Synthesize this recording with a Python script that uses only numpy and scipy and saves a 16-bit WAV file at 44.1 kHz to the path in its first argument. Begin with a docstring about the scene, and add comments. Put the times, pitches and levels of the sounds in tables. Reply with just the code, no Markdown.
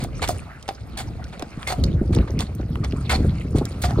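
"""A hoof crunches into gravel and lands with a hollow clop: a heavy horse pulls a cart across a yard
at a walk, heard from the driver's seat. Each crunch is a burst of colliding stones, each clop the
damped modes of a hoof. Stones scrape the iron shoes; pebbles snap under hooves and crackling wheels.
Turbulent wind buffets the microphone, harder in the second half; stone walls return a faint echo."""
import sys
import numpy as np
from scipy import signal
from scipy.fft import rfft, irfft
from scipy.io import wavfile
from scipy.ndimage import uniform_filter1d

SR = 44100
rng = np.random.default_rng(int(sys.argv[2]) if len(sys.argv) > 2 else 0)


def dump_mix(stems):
    """Bounce the given channels to the path in sys.argv[1] as a 16-bit WAV at rate SR."""
    frames = np.atleast_2d(stems).T  # one column per channel
    limited = np.clip(frames, -1, 1)  # hard clip at full scale
    pcm = np.round(limited * 32767).astype(np.int16)
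    wavfile.write(sys.argv[1], SR, pcm)


N = 176400
T = np.arange(N) / SR
HZ = np.fft.rfftfreq(N, 1 / SR)
LEFT_RIGHT = np.array([[1], [-1]])  # opposite signs for the two channels


def crunches():
    """Source and filter: a hoof sets off dense stone impacts that ring its shoe, then settle."""
    # hooves crushing gravel: (time [s], length [s], level [dB], treble tilt [dB/octave])
    steps = [(0.0, 0.047, -38.5, 0.5), (0.2179, 0.028, -25, 0.5), (0.273, 0.04, -35, 7.5),
             (0.678, 0.013, -34, 1), (0.971, 0.038, -33, 4), (1.326, 0.014, -41, -1.5),
             (1.395, 0.034, -39, -9), (1.671, 0.055, -29.5, 2.5), (2.125, 0.026, -38, 0.5),
             (2.161, 0.017, -33, -14), (2.275, 0.0067, -35.5, -5), (2.394, 0.03, -34, 2.5),
             (2.838, 0.011, -32.5, -1.5), (3.0942, 0.03, -24, 1), (3.114, 0.044, -29, 0.5),
             (3.555, 0.037, -40.5, 4), (3.817, 0.0052, -29.5, 9.5), (3.835, 0.021, -28.5, 2.5)]
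    # spectrum of crushed gravel: (frequency [Hz], level [dB])
    gravel = [(150, -18.5), (450, 9.5), (1100, 4), (1700, -0.5), (2500, -6), (3100, -4), (4400, -3),
              (5500, -10.5), (7500, -7), (10500, -16.5), (14000, -25)]
    # resonances of the iron shoe: (frequency [Hz], width [Hz], boost [dB])
    shoe = [(2215, 600, 7.5), (3474, 180, 7), (4330, 410, 3.5)]
    rise_s, fall_s, settle_s, settle_db = 0.0013, 0.0084, 0.07, -18.5
    out, t = np.zeros(N), T[:SR // 4]
    body_db = read(gravel) + sum(db / (1 + (2 * (HZ - hz) / width) ** 2) for hz, width, db in shoe)
    for start, length, db, tilt in steps:
        after = np.maximum(t - length, 0)
        decay = np.exp(-after / fall_s) + amp(settle_db) * np.exp(-after / settle_s)
        envelope = (1 - np.exp(-t / rise_s)) * decay
        impacts = stones(len(t), per_s=15000, spread_db=3, clump_db=2.5, click_db=-7.5)
        burst = colour(impacts * envelope, body_db + tilt * np.log2(HZ / 3000 + 0.13))
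        add(out, start, amp(db) * unit(burst) * np.sqrt(np.mean(envelope ** 2)))
    return out


def stones(size, per_s, spread_db, clump_db, click_db):
    """Impulse-driven resonators: stones knock in clumps and ring at their own pitch; some only click."""
    pitches_hz, quality = np.geomspace(447.3, 14050, num=36), 17
    hz = np.fft.rfftfreq(size, 1 / SR) + 1
    knots_s = np.arange(0, N / SR, .03)
    spectrum = amp(click_db) * rfft(grains(size, per_s / 20, spread_db))
    for family in pitches_hz.reshape(-1, 4):  # neighbouring pitches swell together
        clump = amp(clump_db * np.interp(T[:size], knots_s, rng.standard_normal(len(knots_s))))
        for pitch in family:
            knocks = clump * grains(size, per_s / len(pitches_hz), spread_db)
            spectrum += rfft(knocks) / (1 + 1j * quality * (hz / pitch - pitch / hz))
    return unit(irfft(spectrum, size))


def clops():
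    """Modal ringing: the hollow hoof lands flat and vibrates as a sum of damped sinusoids."""
    # hoof landings: (time [s], level [dB], pitch [Hz], decay by 60 dB [s])
    landings = [(.047, -26, 713, 0.036), (.2925, -15, 714, 0.049), (.306, -22, 615, 0.055),
                (.6895, -18, 790, 0.045), (.710, -27, 670, 0.018), (1.006, -27, 748, 0.046),
                (1.4245, -22, 714, 0.026), (1.704, -23, 757, 0.046), (1.724, -22.5, 742, 0.1),
                (1.739, -29.5, 723, 0.099), (2.406, -27, 707, 0.028), (3.134, -21, 762, 0.11),
                (3.843, -21, 716, 0.11), (3.908, -25.5, 700, 0.036)]
    # hoof modes: (frequency / pitch [ratio], level [dB], share of the decay time [ratio])
    modes = [(.56, -9, 0.6), (1, 2.5, 1), (1.22, -6.5, 0.24), (1.66, -8, 0.38)]
    out, t = np.zeros(N), T[:SR // 4]
    attack = 1 - np.exp(-t / 0.000043)
    for start, db, hz, t60 in landings:
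        ring = sum(amp(mode_db - 60 * t / (t60 * share)) * np.sin(2 * np.pi * hz * ratio * t)
                   for ratio, mode_db, share in modes)
        add(out, start, amp(db) * ring * attack)
    return out


def scrapes():
    """Friction excitation: a stone slips along the shoe; one iron mode sings unevenly, then dies."""
    # stones grinding on iron: (time [s], length [s], peak level [dB], pitch [Hz])
    slips = [(0.194, 0.0064, -29, 1280), (.231, 0.018, -21, 2244), (0.232, .013, -35, 4540),
             (1.669, 0.023, -20, 2100), (1.699, 0.029, -30.5, 4480), (1.838, 0.002, -25.5, 3800),
             (1.841, 0.00063, -20.5, 4470), (2.832, 0.0077, -27.5, 1230), (3.094, 0.012, -18, 2157),
             (3.098, .014, -21, 2674), (3.144, 0.017, -21.5, 4290), (3.837, 0.0086, -20.5, 1420)]
    ring_s, waver = 0.0017, 0.019
    out, t = np.zeros(N), T[:SR // 10]
    for start, length, db, hz in slips:
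        slip = drift(len(t), seconds=0.00079)
        envelope = np.exp(-np.maximum(t - length, 0) / ring_s) * amp(3.1 * slip)
        tone = np.sin(2 * np.pi * hz * np.cumsum(1 + waver * slip) / SR)
        add(out, start, amp(db) * envelope / envelope.max() * tone)
    return out


def snaps():
    """Impact and free vibration: a pinched pebble cracks against its neighbours, which ring briefly."""
    # single pebbles snapping: (time [s], level [dB], centre frequency [Hz])
    pebbles = [(0.0392, -23, 6400), (.277, -20, 4300), (.288, -14.5, 6400), (0.6268, -28, 4380),
               (.6895, -17, 3530), (1.242, -30, 3700), (1.3953, -25.5, 4080), (1.4232, -22, 3550),
               (1.6292, -24, 2450), (1.8391, -16, 4290), (2.1491, -20, 4400), (2.187, -22.5, 1490),
               (2.391, -16.5, 4500), (2.4063, -13, 4270), (2.5507, -30.5, 9800), (2.756, -24.5, 1140),
               (2.8461, -23.5, 3880), (2.9231, -26.5, 2170), (3.5848, -24, 5000), (3.654, -19.5, 5160),
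               (3.908, -25.5, 3080)]
    crack_s, ring_s, ring_db, spread_octaves, floor_db = 0.0015, 0.0057, -15.5, 0.72, -31
    out, t = np.zeros(N), T[:SR // 10]
    for start, db, hz in pebbles:
        modes_hz = hz * 2 ** (spread_octaves * rng.uniform(-1, 1, size=(6, 1)))
        ring = unit(np.sin(2 * np.pi * modes_hz * t).sum(0)) * np.exp(-t / ring_s)
        band_db = np.maximum(-3 * (np.log2((HZ + 1) / hz) / spread_octaves) ** 2, floor_db)
        crack = colour(rng.standard_normal(len(t)) * np.exp(-t / crack_s), band_db)
        add(out, start, amp(db) * (crack / abs(crack).max() + amp(ring_db) * ring))
    return out


def wheels():
    """Rolling noise: the wheels press an uneven crackle and a hiss out of the gravel."""
    # strength of the rolling noise: (time [s], level [dB])
    rolling = [(0, -58.5), (.15, -43.5), (.38, -42.5), (.58, -48.5), (.8, -50), (.92, -46), (1.15, -48),
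               (1.3, -46), (1.5, -46), (1.65, -41.5), (2.0, -48.5), (2.3, -44), (2.65, -51), (3.0, -44),
               (3.35, -42.5), (3.5, -47.5), (3.75, -41), (4, -42.5)]
    # spectrum of gravel under the wheels: (frequency [Hz], level [dB])
    spectrum = [(100, -23), (300, 3), (700, 7.5), (1000, 1.5), (1280, 7), (1700, -0.5), (2300, 0.5),
                (3300, -8.5), (4300, -6), (6000, -12), (9500, -16), (14000, -25.5)]
    crackle = stones(N, per_s=4500, spread_db=3, clump_db=8.5, click_db=-24)
    hiss = amp(-5) * rng.standard_normal(N)
    return level(rolling) * unit(colour(crackle + hiss, read(spectrum)))


def wind():
    """Turbulent pressure follows the gusts, only partly coherent between the microphone's two ports."""
    # gusts at the microphone: (time [s], level [dB])
    gusts = [(0, -31), (.32, -29.5), (.52, -43.5), (.76, -45), (.82, -37.5), (1.1, -31.5), (1.5, -42),
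             (1.76, -34.5), (1.8, -19.5), (1.95, -22), (2.07, -26.5), (2.19, -10), (2.26, -31),
             (2.37, -22.5), (2.47, -31), (2.8, -23.5), (3.08, -28), (3.22, -16), (3.38, -27), (3.58, -19.5),
             (3.68, -30.5), (3.92, -22)]
    # single strong buffets: (time [s], level [dB], starting pitch [Hz])
    thumps = [(.024, -17.5, 333), (1.422, -25, 765), (1.573, -23.5, 306), (1.787, -21, 540),
              (1.847, -19, 463), (1.937, -22, 472), (2.012, -12, 439), (2.049, -31.5, 670),
              (2.103, -14.5, 490), (2.168, -11.5, 523), (2.188, -11, 392), (2.297, -23.5, 700),
              (2.338, -18, 426), (2.372, -17, 303), (2.595, -23.5, 676), (2.932, -18.5, 480),
              (3.199, -9, 266), (3.243, -13.5, 449), (3.266, -10.5, 260), (3.547, -12.5, 547),
              (3.576, -20, 608), (3.61, -14.5, 720), (3.984, -14, 810)]
    common = level(gusts) * turbulence()
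    for start, db, hz in thumps:
        add(common, start, amp(db) * buffet(hz))
    opposed = amp(-10) * level(gusts) * turbulence()
    return common + LEFT_RIGHT * opposed


def buffet(start_hz):
    """Pressure pulse: a large eddy hits the microphone with a ragged thump that sinks in pitch."""
    rise_s, fall_s, sag_s, end_hz, roughness = 0.0038, 0.011, 0.00755, 66, 0.4
    t = T[:SR // 8]
    pitch = end_hz + (start_hz - end_hz) * np.exp(-t / sag_s)
    tone = np.sin(2 * np.pi * np.cumsum(pitch) / SR)
    envelope = (1 - np.exp(-(t / rise_s) ** 2)) * np.exp(-t / fall_s)
    return envelope / envelope.max() * (tone + roughness * drift(len(t), seconds=0.92 / start_hz))


def turbulence():
    """Random pressure fluctuation: a low rumble under a dense flutter of small eddies."""
    # spectrum of the wind's rumble: (frequency [Hz], level [dB])
    spectrum = [(20, -32), (40, -8), (65, 2), (115, -4.5), (170, -16), (280, -21), (450, -30), (800, -46),
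                (2000, -78.5)]
    eddies_per_s, eddy_db = 260, -4.5
    rumble = irfft(rfft(rng.standard_normal(N)) * amp(read(spectrum)), N)
    speeds = np.geomspace(.5, 1.7, num=8)
    flutter = np.zeros(N)
    for speed in speeds:
        arrivals = grains(N, eddies_per_s / len(speeds), spread_db=3.2)
        flutter += signal.oaconvolve(arrivals, eddy(speed))[:N]
    return unit(rumble) + amp(eddy_db) * unit(flutter)


def eddy(speed):
    """Time scaling: a small eddy is a blip of a cycle or two, shorter and higher the faster it passes."""
    start_hz, decay_s = 335.7, 0.0022  # at a relative speed of 1
    t = T[:SR // 16] * speed
    envelope = t / decay_s * np.exp(-t / decay_s)
    return envelope * np.sin(2 * np.pi * start_hz * t / (1 + t / 0.023)) / speed


def yard(x):
    """Reverberation: the stone walls return a decaying tail, different on each side."""
    low_decay, high_decay = (200, 0.8), (1000, .24)  # (frequency [Hz], decay by 60 dB [s])
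    hz, t, noise = signal.stft(rng.standard_normal((2, SR // 2)), SR, nperseg=256)
    t60 = read([low_decay, high_decay], hz)[:, None]
    envelope = amp(-60 * t / t60) * np.minimum(t / 0.0058, 1)
    tail = signal.istft(noise * envelope, SR, nperseg=256)[1]
    return signal.fftconvolve(x[None], tail / np.linalg.norm(tail[0]), axes=1)[:, :N]


def ports(x):
    """Path difference: scattered stones and their echo reach each port with their own phase and level."""
    # phase of sound from the ground ahead: (frequency [Hz], lead of the left port [rad])
    phase = [(200, .1), (1000, .6), (1800, 1.4), (4300, 1.3), (7700, 2.1), (9400, 0), (13600, -6.1),
             (15700, -8)]
    # balance of the ports: (frequency [Hz], left minus right [dB])
    balance = [(300, 1), (1600, -1.5), (2300, -0.5), (4400, -4.5), (7000, -0.5)]
    # part of the sound that differs between the ports: (frequency [Hz], level [dB])
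    incoherence = [(300, -7), (4300, -5.5), (9000, -15)]
    echo_db = -15.5
    hz, _, frames = signal.stft(x, SR, nperseg=128)
    random_phase = np.exp(2j * np.pi * rng.random(frames.shape[::-1]).T)
    scattered = frames * random_phase * amp(read(incoherence, hz))[:, None]
    scatter = signal.istft(scattered, SR, nperseg=128)[1][:N]
    arriving = x + LEFT_RIGHT * scatter + amp(echo_db) * yard(x)
    response = amp(LEFT_RIGHT * read(balance) / 2) * np.exp(.5j * LEFT_RIGHT * read(phase))
    return irfft(rfft(arriving) * response, N)


def wind_filter(x):
    """Side-channel high-pass: as strong rumble accumulates, sound folds to mono below a rising corner."""
    bass_hz, threshold_db, rest_hz, growth = 200, -27, 45, 3600
    mid, side = x.mean(0), (x[0] - x[1]) / 2
    bass = irfft(rfft(mid) * (HZ < bass_hz), N)
    power = uniform_filter1d(bass ** 2, size=SR // 10)
    excess_energy = np.cumsum(np.maximum(power - amp(threshold_db) ** 2, 0)) / SR
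    hz, t, frames = signal.stft(side, SR, nperseg=1024)
    corner_hz = rest_hz + growth * np.sqrt(np.interp(t, T, excess_energy))
    side = signal.istft(frames / np.sqrt(1 + (corner_hz / (hz[:, None] + 1)) ** 10), SR)[1][:N]
    return np.array([mid + side, mid - side])


def grains(size, per_s, spread_db):
    """Poisson process: random clicks, most small and a few large."""
    when, force = rng.random((2, size))
    hit, out = when < per_s / SR, np.zeros(size)
    signed = 2 * force[hit] - 1
    out[hit] = np.sign(signed) * amp(spread_db * np.minimum(-np.log(abs(signed) + 1e-9), 4.5))
    return out


def drift(size, seconds):
    """Low-passed noise: a random wander of rms about 1 that changes over the given time."""
    return unit(irfft(rfft(rng.standard_normal(N)) * np.exp(-(HZ * seconds) ** 2), N))[:size]


def colour(x, db):
    """Minimum-phase filter with the given dB gain over HZ."""
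    gain_db = np.interp(np.linspace(0, SR / 2, 2049), HZ, np.maximum(db, -100))
    cepstrum = irfft(gain_db * np.log(10) / 20)
    cepstrum[1:2048] *= 2  # folding onto positive time makes the filter causal
    cepstrum[2049:] = 0
    return signal.fftconvolve(x, irfft(np.exp(rfft(cepstrum))))[:len(x)]


def amp(db):
    """Decibels to amplitude ratio."""
    return 10 ** (np.asarray(db) / 20)


def unit(x):
    """Normalisation to rms 1."""
    return x / np.sqrt(np.mean(x ** 2) + 1e-20)


def read(points, hz=HZ):
    """Interpolation of a table on a log-frequency axis."""
    frequency, value = np.transpose(points)
    return np.interp(np.log(hz + 1), np.log(frequency), value)


def level(points):
    """Amplitude envelope from (time [s], level [dB]) points."""
    return amp(np.interp(T, *np.transpose(points)))


def add(mix, start_s, sound):
    """Superposition of a sound on the mix from its start time."""
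    part = mix[max(round(start_s * SR), 0):][:len(sound)]
    part += sound[:len(part)]


def scene():
    """Superposition: hooves and wheels in the yard, wind at the microphone."""
    return ports(crunches() + scrapes() + clops() + snaps() + wheels()) + wind()


def record(dry):
    """Band limiting: a steep low-pass follows the wind filter."""
    edge_hz = 15900
    low_pass = signal.firwin(401, edge_hz, window=("kaiser", 9), fs=SR)
    return signal.oaconvolve(wind_filter(dry), low_pass[None], "same")


dry = scene()
out = record(dry)
dump_mix(out)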